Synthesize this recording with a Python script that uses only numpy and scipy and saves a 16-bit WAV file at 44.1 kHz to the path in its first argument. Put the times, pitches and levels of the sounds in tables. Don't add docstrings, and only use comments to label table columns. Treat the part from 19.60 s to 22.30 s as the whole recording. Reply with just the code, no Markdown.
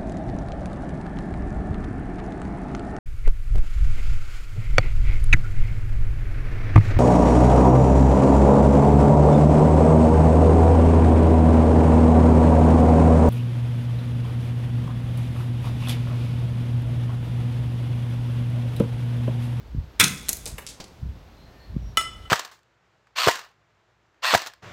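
import sys
import numpy as np
from scipy import signal
from scipy.fft import rfft, irfft, next_fast_len
from scipy.io import wavfile
from scipy.ndimage import uniform_filter1d

SR = 44100
rng = np.random.default_rng(int(sys.argv[2]) if len(sys.argv) > 2 else 0)


def store_wav(level_fs):
    pcm = np.round(np.clip(np.atleast_2d(level_fs), -1, 1) * 32767)
    wavfile.write(sys.argv[1], SR, pcm.T.astype(np.int16))


N = 119070
T = np.arange(N) / SR
SMASH_S, TOP_HZ = 0.4, 16000


def undb(db):
    return 10 ** (np.asarray(db) / 20)


def at_hz(points, hz):
    freqs, values = np.array(points, float).T
    return np.interp(np.log(hz + 1), np.log(freqs), values)


def fade(t60, size=N):
    return np.exp(-np.log(1000) * T[:size] / max(t60, 1e-4))


def blow(x, db):
    return x * undb(db) / np.sqrt(np.sum(x ** 2) * 1000 / SR)


def shape(x, db_of):
    size = next_fast_len(2 * len(x), True) // 2 * 2
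    cepstrum = irfft(np.log(undb(db_of(np.fft.rfftfreq(size, 1 / SR)))))
    cepstrum[1:size // 2] *= 2
    cepstrum[size // 2 + 1:] = 0
    return irfft(rfft(x, size) * np.exp(rfft(cepstrum)))[:len(x)]


def colour(x, points):
    return shape(x, lambda hz: at_hz(points, hz))


def burst(t60, size=4096):
    return rng.standard_normal(size) * fade(t60, size)


def ring(modes, size):
    return sum((-1) ** k * undb(db) * fade(t60, size) * np.cos(2 * np.pi * hz * T[:size])
               for k, (hz, db, t60) in enumerate(modes))


def add(out, s, x):
    start = int(s * SR)
    out[start:start + len(x)] += x[:max(N - start, 0)]


def town():
    # f/Hz, relative level/dB
    hum_eq = [(20, -14.5), (60, 1.5), (600, -8.5), (2500, -20), (4200, -22), (6500, -30), (8500, -37),
              (11000, -43), (11600, -28), (12200, -39), (15500, -37)]
    hum = colour(rng.standard_normal(N), hum_eq)
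    return hum / hum.std() * undb(-51.5)


def wind():
    # f/Hz, relative level/dB
    rumble_eq = [(20, -27), (55, 6), (100, -4), (230, -19), (700, -68), (3000, -96)]
    # t/s, level/dB
    gusts = [(0, -49.5), (.125, -37.5), (.145, -28), (.2, -29.5), (.31, -50.5), (.9, -43), (.945, -34),
             (.99, -52.5), (1.39, -56), (1.425, -29.5), (1.49, -29.5), (1.6, -48.5), (2.04, -53.5),
             (2.12, -33), (2.22, -32.5), (2.26, -31), (2.33, -42), (2.53, -47.5), (2.58, -42), (2.7, -48)]
    # t/s, level/dB, upper edge/Hz
    buffets = [(.15, -20, 242), (0.182, -8, 105), (2.167, -10.5, 216)]
    rumble = colour(rng.standard_normal(N), rumble_eq)
    rumble /= np.sqrt(uniform_filter1d(rumble ** 2, size=2400))
    out = rumble * undb(np.interp(T, *np.array(gusts).T))
    low_cut = signal.butter(3, 67.5, "high", fs=SR, output="sos")
    for s, db, hz in buffets:
        high_cut = signal.butter(4, hz, fs=SR, output="sos")
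        bump = signal.sosfilt(np.vstack([high_cut, low_cut]), signal.unit_impulse(8192))
        add(out, s - .003, blow(bump, db))
    return out


def breaking_stone():
    # t/s, level/dB, snap offset/dB
    cracks = [(0.395, -26, -1.5), (0.3986, -6, 2.5), (0.4016, -19.5, 3.5), (0.4038, -10.5, 2),
              (.407, -6, -0.5), (0.4103, -6, -5.5), (.4131, -10, -0.5), (0.4141, -9.5, -7), (0.429, -16, 1)]
    # f/Hz, relative level/dB
    stone_modes = [(1040, -11.5), (1250, -6.5), (1450, -4.5), (1650, -6.5), (2170, -5), (2370, -4),
                   (2520, -1), (3390, 2), (3610, -0.5), (4000, -5.5)]
    # f/Hz, relative level/dB
    snap_eq = [(700, -4.5), (2500, 3.5), (4700, -5), (5600, 2.5), (7300, -2.5), (9000, 4), (10600, -6.5),
               (12000, -4.5), (16000, -16)]
    # f/Hz, relative level/dB
    thud_eq = [(40, -34.5), (90, -13), (150, 1.5), (250, -6.5), (400, -18), (1400, -53)]
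    detune = 0.037
    out = np.zeros(N)
    for s, db, snap_db in cracks:
        modes = [(hz * (1 + detune * rng.uniform(-1, 1)), mode_db, 0.06) for hz, mode_db in stone_modes]
        treble_db = 11.5 * np.exp(-abs(s - SMASH_S) / 0.00492)
        snap = colour(burst(t60=0.016), snap_eq)
        snap = colour(snap, [(10000, 0), (TOP_HZ, treble_db)])
        add(out, s, blow(ring(modes, size=4096), db - 1.5) + blow(snap, db + snap_db))
    thud = colour(burst(t60=0.33, size=32768), thud_eq)
    attack = 1 - np.exp(-T[:len(thud)] / 0.01173)
    add(out, SMASH_S, blow(thud * attack, db=-8.5))
    return out


def metal_base():
    # f/Hz, relative level/dB, t60/s
    modes = [(1326, 0, .32), (2030, -5, .25), (2967, -3, .17), (3001, -2, .21), (3461, -10, .36),
             (5222, -15, .34), (5572, -14, .16), (6736, -15, .22), (7844, -14, .29), (8699, -19, .24),
             (9455, -18, .22), (10756, -15, .25), (13890, -21, .15)]
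    # t/s, ring level/dB, tick level/dB, muting/dB
    clinks = [(.41, -10.5, -23, -19), (2.3721, -3, -13.5, -1)]
    # f/Hz, relative level/dB
    tick_eq = [(300, -2.5), (1900, 1), (9000, -8.5), (14000, -16), (16000, -29)]
    unmuted = (1, 4)
    beat_depth, max_beat_hz, size = .5, 44, 32768
    out = np.zeros(N)
    for s, ring_db, tick_db, mute_db in clinks:
        tone = np.zeros(size)
        for k, (hz, db, t60) in enumerate(modes):
            beating = 1 + beat_depth * np.cos(2 * np.pi * rng.uniform(0, max_beat_hz) * T[:size])
            tone += beating * ring([(hz, db + mute_db * (k not in unmuted), t60)], size)
        add(out, s, blow(tone, ring_db))
        add(out, s, blow(colour(burst(t60=0.055), tick_eq), tick_db))
    return out


def stone_click(db, centre_hz, t60):
    def resonance_db(hz):
        width_octaves = np.where(hz < centre_hz, 0.93, .55)
        hump = np.exp(-.5 * (np.log2((hz + 1) / centre_hz) / width_octaves) ** 2)
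        skirt = undb(-19.5) / (1 + (hz / centre_hz) ** 2) ** 2
        return 20 * np.log10(skirt + hump)
    return blow(shape(burst(t60), resonance_db), db)


def debris_and_slaps():
    # t/s, level/dB, centre/Hz, t60/s
    clicks = [(0.4386, -10, 7400, 0.034), (0.4437, -16, 7100, 0.0014), (0.4429, -9, 6600, 0.0033),
              (0.686, -21, 5630, 0.0037), (0.6912, -11.5, 10100, 0.0058), (0.6931, -14, 8800, 0.0051),
              (.696, -18, 7580, 0.024), (0.7304, -17, 11400, 0.015), (.857, -25, 8100, 0.0063),
              (0.861, -23.5, 5800, 0.057), (0.8737, -24.5, 7800, 0.11), (0.9824, -27.5, 2320, 0.022),
              (0.981, -30.5, 10300, 0.099), (.99, -31, 1580, 0.028), (1.0659, -27.5, 6240, 0.014),
              (1.073, -28, 5550, 0.046), (1.0863, -27, 6270, 0.16), (1.202, -29, 4600, 0.087),
              (1.2417, -36.5, 6200, 0.023)]
    # t/s, level/dB
    knocks = [(.689, -27), (.86, -28), (.984, -30), (1.2, -27)]
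    # f/Hz, relative level/dB
    knock_eq = [(100, 2), (450, 5), (850, -0.5), (1500, -7.5), (4000, -24)]
    out = np.zeros(N)
    for s, db, hz, t60 in clicks:
        add(out, s, stone_click(db, hz, t60))
    for s, db in knocks:
        add(out, s, blow(colour(burst(t60=0.12), knock_eq), db))
    for lateness, softness, smallness in rng.random(size=(120, 3)):
        delay_s = lateness ** 2 * .5
        grain = stone_click(db=-30 - 10 * softness, centre_hz=7500 * 2 ** (smallness - .5), t60=0.02005)
        add(out, SMASH_S + delay_s, grain * np.exp(-delay_s / 0.2))
    return out


def terrace(x):
    # f/Hz, relative level/dB
    tail_eq = [(100, -2), (1500, 2), (15000, -1.5)]
    # f/Hz, t60/s
    decays = [(150, 0.69), (1500, 0.39), (8000, 0.35), (15000, 0.28)]
    wall_s, wall_db, house_s, house_db = .0392, -13.5, 0.28, -36.5
    tail_db, far_db, size = -9.5, -24.5, 32768
    hz = np.fft.rfftfreq(size, 1 / SR)
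    spectrum = rfft(colour(rng.standard_normal(size), tail_eq))
    tail = np.zeros(size)
    for centre_hz, t60 in decays:
        band = at_hz([(f, f == centre_hz) for f, _ in decays], hz)
        tail += irfft(spectrum * band) * fade(t60, size)
    tail *= 1 - np.exp(-T[:size] / 0.0024)
    far = colour(burst(t60=1.67, size=size), [(6000, -1.0), (15000, -7.5)])
    far *= 1 - np.exp(-T[:size] / 0.011)
    response = undb(tail_db) * tail / np.linalg.norm(tail) + undb(far_db) * far / np.linalg.norm(far)
    response[int(wall_s * SR)] += undb(wall_db)
    house = colour(burst(t60=0.081), [(3000, 0), (TOP_HZ, -20)])
    add(response, house_s, undb(house_db) * house / np.linalg.norm(house))
    return x + signal.fftconvolve(x, response)[:N]


def birds():
    # peak t/s, f/Hz, relative level/dB, swell/s
    calls = [(1.81, 4150, -5, .07), (2.0, 1814, -3, .11), (2.04, 4300, -1, .05), (2.27, 5650, -3, .05)]
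    base_db, waver_depth = -57, 0.0194
    out = np.zeros(N)
    for s, hz, db, swell_s in calls:
        waver = uniform_filter1d(rng.standard_normal(N), size=128)
        pitch = hz * (1 + waver_depth * waver / waver.std())
        swell = np.exp(-((T - s) / swell_s) ** 2)
        out += undb(base_db + db) * swell * np.sin(2 * np.pi * np.cumsum(pitch) / SR)
    return out


def scene():
    sounds = breaking_stone() + debris_and_slaps() + metal_base() + birds()
    return (terrace(sounds) + wind() + town())[None]


def record(dry):
    high_cut = signal.ellip(10, .2, 80, TOP_HZ, fs=SR, output="sos")
    return signal.sosfilt(high_cut, np.clip(dry, -.9, .9))


dry = scene()
out = record(dry)
store_wav(out)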